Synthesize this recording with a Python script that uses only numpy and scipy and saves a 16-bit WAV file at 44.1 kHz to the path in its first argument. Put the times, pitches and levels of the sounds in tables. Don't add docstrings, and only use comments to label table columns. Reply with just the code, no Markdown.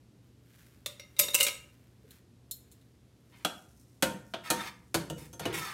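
import sys
import numpy as np
from scipy import signal
from scipy.fft import rfft, irfft, next_fast_len
from scipy.io import wavfile
from scipy.ndimage import map_coordinates

SR = 44100
rng = np.random.default_rng(int(sys.argv[2]) if len(sys.argv) > 2 else 0)


def transcribe(signal):
    frames = np.atleast_2d(signal).T
    limited = np.clip(frames, -1, 1)
    pcm = np.round(limited * 32767).astype(np.int16)
    wavfile.write(sys.argv[1], SR, pcm)


N = 253027

# freq_hz, t60_s
KITCHEN_DECAY = [(120, 0.74), (400, 0.47), (1500, 0.46), (4000, 0.34), (8000, 0.35), (15000, .27)]
# freq_hz, density_db_per_hz
RUMBLE_SPECTRUM = [(25, -61), (40, -18), (50, -14.5), (65, -1.5), (90, -6), (120, -3.5), (150, -7.5),
                   (270, -8), (400, -15), (750, -26), (1500, -31.5), (4000, -33), (13000, -41),
                   (16000, -55)]
# peak_s, relative_level_db, half_length_s
ARM_MOVES = [(0.27, -78, 0.041), (0.61, -65, 0.13), (1.35, -68.5, 0.52), (2.14, -65.5, 0.061),
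             (2.75, -78.5, 0.22), (3.42, -72, 0.19)]
# freq_hz, density_db_per_hz
CLOTH_SPECTRUM = [(500, -27.5), (1000, -6.5), (1600, 1), (4000, -7), (9000, -8.5), (14000, -7),
                  (16000, -14.5)]
# start_s, strength_db, hardness_db, spot_hz, ring_db, rebound_db
CLASHES = [(0.86, -29, -3.5, 3560, -9.5, -17.5), (0.996, -40, -10.5, 5915, 4, -13),
           (1.165, -46, -11, 3900, 5, -5.5), (1.186, -42, -3.5, 7890, -8, -12),
           (1.191, -22.5, 6.5, 12840, 1.5, -0.5), (1.211, -33, 9.5, 11600, 8, -12.5),
           (1.234, -30.5, -13, 3580, -14, -9.5), (1.283, -27.5, -14, 3710, -4.5, -14),
           (1.305, -40.5, -3.5, 3620, -1.5, -11.5), (1.335, -35, -5.5, 3880, -4, -1),
           (1.344, -21, 2, 2730, -5, 2), (1.387, -30.5, -9, 630, 4.5, -9), (1.402, -23.5, -3, 2960, -2, 7),
           (1.416, -24, -22, 2780, -0.5, -10.5), (1.429, -28, 9, 2100, 5, -5),
           (1.448, -29.5, -3, 2140, -6.5, -11.5), (1.466, -23.5, -4.5, 2310, -8, -3.5),
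           (1.483, -29, -5.5, 2250, -15.5, -11.5)]
# freq_hz, level_db, t60_s
UTENSIL_MODES = [(550, -7, 0.13), (582.7, -3, 0.16), (991, -16, 0.32), (1270, -12, 0.38), (2100, 4, 0.2),
                 (2177, 1, .16), (2322, 0.5, 0.092), (2776, -5.5, 0.43), (2670, -1.5, .2), (2855, -4, 0.18),
                 (3717, 1.5, 0.23), (3520, -13.5, 0.2), (4360, -4.5, 0.23), (4860, -2.5, 0.19),
                 (5625, -4.5, 0.35), (5630, -4.5, .22), (6900, -4, 0.32), (8100, 5, .18), (8800, -6, 0.25),
                 (10700, -6.5, 0.17), (10960, -6, 0.14), (11700, -0.5, 0.093), (12200, -5, 0.1),
                 (13800, -7.5, .13)]
# freq_hz, density_db_per_hz
UTENSIL_SPECTRUM = [(100, -18), (330, -14), (450, -7.5), (570, -3.5), (700, -19.5), (1600, -3.5),
                    (2200, -0.5), (2900, 7), (3300, -0.5), (3750, 8.5), (4600, -2.5), (7500, 4), (12500, 0),
                    (16000, -1.5)]
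# start_s, relative_level_db, strongest_resonance_hz
LOW_THUDS = [(1.194, -50, 70.5), (2.04, -61, 410), (4.027, -39, 196), (4.512, -43, 196),
             (4.949, -36.5, 321), (5.105, -38.5, 502), (5.332, -53, 496), (5.406, -44, 193),
             (5.460, -34.5, 157.3), (5.5, -43.5, 140), (5.551, -47, 66)]
# freq_hz, density_db_per_hz
THUD_SPECTRUM = [(35, -51), (65, -7), (90, -12.5), (160, 0), (200, -6), (250, -19), (330, -6), (500, -7.5),
                 (900, -41.5), (3000, -83.5)]
# start_s, strength_db, hardness_db, spot_hz, ring_db, rebound_db
SPOON_TAPS = [(2.107, -53, -0.5, 4160, -11.5, -12), (2.511, -45, 12, 4215, -3.5, -13),
              (2.715, -64, 6.5, 6600, -7, -0.5), (2.812, -68, -4.5, 4215, -11, -14)]
# freq_hz, level_db, t60_s
BOWL_MODES = [(4280, 0.5, 0.28), (5260, 1, 0.2), (5960, -9, 0.15), (6930, 7, 0.11), (7710, 0, 0.087),
              (8750, -3, 0.12), (11540, -6, 0.16), (12500, 0, 0.2), (12830, -1, 0.14), (14050, 1.5, 0.23)]
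# freq_hz, density_db_per_hz
BOWL_SPECTRUM = [(300, -33.5), (2000, -8), (4000, 9.5), (5000, -13.5), (7000, 1.5), (13000, -0.5),
                 (16000, -4.5)]
# start_s, length_s, grind_db, hiss_db, sing_db, start_shift_hz
DRAG_STROKES = [(3.311, 0.12, -59, -26, -12, 0), (4.433, 0.175, -45, -7.5, 8, 90.5),
                (4.574, 0.11, -40.5, -7.5, 3, 71), (5.163, 0.1, -53.5, 1.5, -19, 60),
                (5.403, 0.15, -42.5, -17, -3.5, -3), (5.524, 0.22, -38.5, -1.5, 2.5, 162)]
# freq_hz, width_hz, level_db
PRESSED_MODES = [(1260, 28, 7.5), (1614, 46, -3), (1770, 33, 3.5), (2500, 47, -6.5), (3030, 30, -19),
                 (3560, 21, -0.5), (4500, 48, -8), (5670, 50, -10), (6420, 50, -5)]
# freq_hz, density_db_per_hz
GRIT_SPECTRUM = [(100, -26.5), (300, 4), (700, 14), (1700, 16.5), (3500, 14), (5000, 6), (8000, -42.5)]
# freq_hz, density_db_per_hz
HISS_SPECTRUM = [(2500, -28.5), (5500, 0.5), (9000, -0.5), (13000, -4), (16000, -10.5)]
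# start_s, strength_db, hardness_db, spot_hz, ring_db, rebound_db
POT_KNOCKS = [(3.448, -26, -6.5, 3350, -5, -13), (4.024, -26.5, -1.5, 526, 1.5, 0.5),
              (4.337, -37.5, -18, 3280, 1, -0.5), (4.502, -29, 2.5, 4220, 6, 0),
              (4.943, -31.5, 0.5, 4460, -0.5, 1.5), (5.099, -39, -4, 2880, 6.5, -7.5),
              (5.329, -60, 6.5, 3294, 12.5, 5), (5.395, -42.5, -1, 740, 9, -3),
              (5.454, -36, -8, 2886, 1, 0)]
# freq_hz, level_db, t60_s
POT_MODES = [(170.2, -11.5, 0.46), (201, -6.5, 0.19), (323, 1.5, 0.2), (365.4, -5.5, 0.48),
             (498, -4.5, 0.33), (558, -5, 0.15), (694, 13.5, 0.029), (921.5, 2, 0.35), (1314, -7, 0.24),
             (1423, -1.5, 0.28), (1537, -5, 0.25), (1814, -4, 0.32), (2453, 3, 0.09), (2930, 0, 0.1),
             (3340, -4.5, 0.18), (3900, -13.5, .2), (3810, -35.5, 0.18), (4475, -12.5, 0.05),
             (5600, -9.5, 0.11), (6310, 2, 0.11)]
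# freq_hz, density_db_per_hz
POT_SPECTRUM = [(60, -47), (130, -17), (190, 1), (330, -0.5), (430, -3.5), (700, 2), (850, -8), (1400, -6),
                (2100, -11), (3400, -7.5), (5000, -16.5), (8000, -15), (12500, -18), (16000, -29.5)]
# peak_s, relative_level_db, half_length_s
FOOD_SHIFTS = [(3.54, -69.5, 0.2), (3.797, -68.5, 0.015), (4.25, -75, 0.47), (5.3, -73, 0.42)]

MIC_TOP_HZ = 15950
MAINS_HUM_HZ, RUMBLE_DB = 120, -61.5
PRESS_S, LIFT_T60_S = 0.021, 0.079
EASE_DB_PER_S, DULL_DB_PER_S = 37, 34.5
SING_DB, SETTLE_S = -3, 0.13
SINK_HZ_PER_S = 1200


def amp(db):
    return 10 ** (np.asarray(db) / 20)


def unit(x):
    return x / np.sqrt(np.mean(x ** 2) + 1e-20)


def pulse(x):
    return x / (np.linalg.norm(x) + 1e-12)


def along(points, hz):
    point_hz, value = np.transpose(points)
    return np.interp(np.log(hz + 1), np.log(point_hz), value)


def fade(t_s, t60_s):
    return np.exp(-np.log(1000) * t_s / np.maximum(t60_s, 1e-3))


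def add(track, start_s, sound):
    part = track[round(start_s * SR):][:len(sound)]
    part += sound[:len(part)]


def filtered(x, response):
    size = next_fast_len(len(x) + SR // 8)
    spectrum = rfft(x, size) * response(np.fft.rfftfreq(size, 1 / SR))
    return irfft(spectrum, size)[:len(x)]


def coloured(x, spectrum):
    size = 4096
    log_gain = np.log(amp(along(spectrum, np.fft.rfftfreq(size, 1 / SR))))
    cepstrum = irfft(log_gain)
    cepstrum[1:size // 2] *= 2
    cepstrum[size // 2 + 1:] = 0
    impulse = irfft(np.exp(rfft(cepstrum)))
    return signal.fftconvolve(x, impulse)[:len(x)]


def resonance(f, hz, width_hz):
    return 1j * f * width_hz / (hz * hz - f * f + 1j * f * width_hz)


def grains(per_second, spread_db):
    hits = rng.random(N) < per_second / SR
    return hits * rng.standard_normal(N) * amp(spread_db * rng.standard_normal(N))


def wobble(knots_per_s):
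    knots = rng.standard_normal(SR // 16)
    return map_coordinates(knots, [np.arange(N) * knots_per_s / SR], order=1, mode="wrap")


def swells(rows):
    t_s = np.arange(N) / SR
    return sum(amp(db) * np.exp(-((t_s - peak_s) / half_s) ** 2) for peak_s, db, half_s in rows)


def drifting(x, glide, waver):
    return map_coordinates(x, [np.cumsum(1 + glide + waver * wobble(20))], order=3, mode="wrap")


def kitchen(x, wet_db, near_db=-9, near_t60_s=0.041):
    hz, t_s, cells = signal.stft(rng.standard_normal(SR // 2), SR, nperseg=256)
    decay = fade(t_s, along(KITCHEN_DECAY, hz)[:, None])
    tail = signal.istft(cells * decay, SR, nperseg=256)[1]
    near = rng.standard_normal(len(tail)) * fade(np.arange(len(tail)) / SR, near_t60_s)
    answer = amp(wet_db) * pulse(tail) + amp(near_db) * pulse(near)
    answer = np.pad(answer, (SR // 300, 0))
    return x + signal.fftconvolve(x, answer)[:len(x)]


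def contacts(events, knock_db, chatter_t60_s, lag_s, softer_db, deeper_db, rebound_t60_s):
    rows = []
    for start_s, db, hard_db, spot_hz, ring_db, rebound_db in events:
        again_db = db + rebound_db
        rows.append((start_s, db + knock_db, db, db + hard_db, chatter_t60_s, spot_hz, ring_db))
        again_low_db = again_db + knock_db + deeper_db
        again_high_db = again_db + hard_db - softer_db
        rows.append((start_s + lag_s, again_low_db, again_db, again_high_db,
                     rebound_t60_s, spot_hz, ring_db))
    return rows


def strikes(events, modes, body, ring_db, spot_db, detune, wet_db,
            low_db, mid_db, high_db, spot_width, favour_db):
    track, t_s = np.zeros(N), np.arange(SR // 2) / SR
    hz, mode_db, t60_s = np.transpose(modes)[:, :, None]
    bands = [(1200, "low"), ([1200, 5000], "band"), (5000, "high")]
    registers = [signal.butter(3, edge_hz, kind, fs=SR, output="sos") for edge_hz, kind in bands]
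    onset = 1 - np.exp(-t_s / .0004)
    for start_s, knock_db, clang_db, sparkle_db, chatter_t60_s, spot_hz, own_ring_db in events:
        width_hz = spot_width * spot_hz
        burst = rng.standard_normal(len(t_s)) * onset * fade(t_s, chatter_t60_s)
        crack = pulse(coloured(burst, body))
        sizes = amp(mode_db + 2.5 * rng.standard_normal(hz.shape))
        sizes = sizes * (1 + amp(favour_db) * np.abs(resonance(hz, spot_hz, width_hz)) ** 2)
        beats = np.cos(2 * np.pi * detune * hz * rng.standard_normal(hz.shape) * t_s)
        pitch_hz = hz * (1 + .004 * rng.standard_normal(hz.shape))
        tones = np.sin(2 * np.pi * (pitch_hz * t_s + rng.random(hz.shape)))
        ring = pulse(onset * np.sum(sizes * beats * fade(t_s, t60_s) * tones, axis=0))
        blow = crack + amp(ring_db + own_ring_db) * ring
        blow = filtered(blow, lambda f: 1 + amp(spot_db) * resonance(f, spot_hz, width_hz))
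        levels_db = knock_db + low_db, clang_db + mid_db, sparkle_db + high_db
        blow = sum(amp(db) * pulse(signal.sosfilt(sos, blow)) for db, sos in zip(levels_db, registers))
        add(track, start_s, kitchen(blow, wet_db))
    return track


def room_tone(hum_db):
    hum = amp(hum_db) * unit(np.sin(2 * np.pi * MAINS_HUM_HZ * np.arange(N) / SR))
    rumble = amp(RUMBLE_DB) * unit(coloured(rng.standard_normal(N), RUMBLE_SPECTRUM))
    return hum + rumble


def sleeve():
    return swells(ARM_MOVES) * unit(coloured(grains(per_second=9000, spread_db=6.5), CLOTH_SPECTRUM))


def clatter():
    blows = contacts(CLASHES, knock_db=-17.5, chatter_t60_s=0.035, lag_s=0.005,
                     softer_db=1, deeper_db=-1.5, rebound_t60_s=0.035)
    return strikes(blows, UTENSIL_MODES, UTENSIL_SPECTRUM, ring_db=-4.5, spot_db=8.5, detune=.004,
                   wet_db=-8.0, low_db=30, mid_db=22.0, high_db=23.0, spot_width=0.05, favour_db=4)


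def thuds(thud_db, t60_s, wet_db, boom_db=9, boom_width=0.093):
    track, t_s = np.zeros(N), np.arange(SR // 2) / SR
    for start_s, db, boom_hz in LOW_THUDS:
        thud = coloured(rng.standard_normal(len(t_s)) * fade(t_s, t60_s), THUD_SPECTRUM)
        thud = filtered(thud, lambda f: 1 + amp(boom_db) * resonance(f, boom_hz, boom_width * boom_hz))
        add(track, start_s, amp(db + thud_db) * pulse(kitchen(thud, wet_db)))
    return track


def taps():
    blows = contacts(SPOON_TAPS, knock_db=-33, chatter_t60_s=0.045, lag_s=0.006,
                     softer_db=-1, deeper_db=0, rebound_t60_s=0.05)
    return strikes(blows, BOWL_MODES, BOWL_SPECTRUM, ring_db=-2.5, spot_db=-3.5, detune=0.00073,
                   wet_db=-9, low_db=15, mid_db=21.5, high_db=24.5, spot_width=0.018, favour_db=-0.5)


def strokes():
    t_s = np.arange(N) / SR
    grind, hiss, sing, shift_hz = np.zeros((4, N))
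    for start_s, length_s, db, hiss_db, sing_db, start_hz in DRAG_STROKES:
        age_s = np.maximum(t_s - start_s, 0)
        press = np.minimum(age_s / PRESS_S, 1)
        lift = fade(np.maximum(age_s - length_s, 0), LIFT_T60_S)
        force = press * amp(db - EASE_DB_PER_S * age_s) * lift
        grind += force
        hiss += force * amp(hiss_db - DULL_DB_PER_S * age_s)
        sing += force * amp(sing_db) * np.minimum(age_s / SETTLE_S, 1)
        sunk_hz = start_hz - SINK_HZ_PER_S * np.minimum(age_s, length_s)
        shift_hz = np.where(t_s > start_s, sunk_hz, shift_hz)
    return grind, hiss, sing, shift_hz


def scraping(sing_db, grit_db, hiss_db, catch_knots_per_s, wall_t60_s=0.028, wall_hz=3000):
    grind, hiss, singing, shift_hz = strokes()
    slips = grains(per_second=5000, spread_db=2.5) * amp(2 * wobble(catch_knots_per_s))
    sing = np.zeros(N)
    for hz, width_hz, db in PRESSED_MODES:
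        tone = unit(filtered(slips, lambda f: resonance(f, hz, width_hz)))
        sing += amp(db + 1.9 * wobble(18)) * drifting(tone, shift_hz / hz, waver=0.008)
    t_s = np.arange(SR // 16) / SR
    wall_response = rng.standard_normal(len(t_s)) * fade(t_s, wall_t60_s)
    wall = signal.fftconvolve(slips, wall_response)[:N]
    wall = drifting(wall, shift_hz / wall_hz, waver=0.004)
    steel = amp(sing_db) * singing * unit(sing)
    steel += amp(grit_db) * grind * unit(coloured(wall, GRIT_SPECTRUM))
    steel += amp(hiss_db) * hiss * unit(coloured(wall, HISS_SPECTRUM))
    return kitchen(steel, wet_db=-8.5)


def food():
    crackle = unit(coloured(grains(per_second=600, spread_db=2), HISS_SPECTRUM))
    return kitchen(swells(FOOD_SHIFTS) * crackle, wet_db=-2.5)


def knocks():
    blows = contacts(POT_KNOCKS, knock_db=-0.5, chatter_t60_s=0.036, lag_s=0.004,
                     softer_db=3, deeper_db=5.5, rebound_t60_s=0.087)
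    return strikes(blows, POT_MODES, POT_SPECTRUM, ring_db=-8.5, spot_db=2, detune=0.0031,
                   wet_db=-8.0, low_db=23.5, mid_db=26.5, high_db=26.0, spot_width=0.086, favour_db=3.5)


def scene():
    fetching = room_tone(hum_db=-65.0) + sleeve() + clatter() + taps()
    low_thuds = thuds(thud_db=34.0, t60_s=0.022, wet_db=2.5)
    scrape = scraping(sing_db=SING_DB, grit_db=-3, hiss_db=-1.5, catch_knots_per_s=50)
    return (fetching + low_thuds + scrape + food() + knocks())[None]


def record(dry):
    return filtered(dry[0], lambda hz: np.clip((MIC_TOP_HZ - hz) / 400 + .5, 0, 1))[None]


dry = scene()
out = record(dry)
transcribe(out)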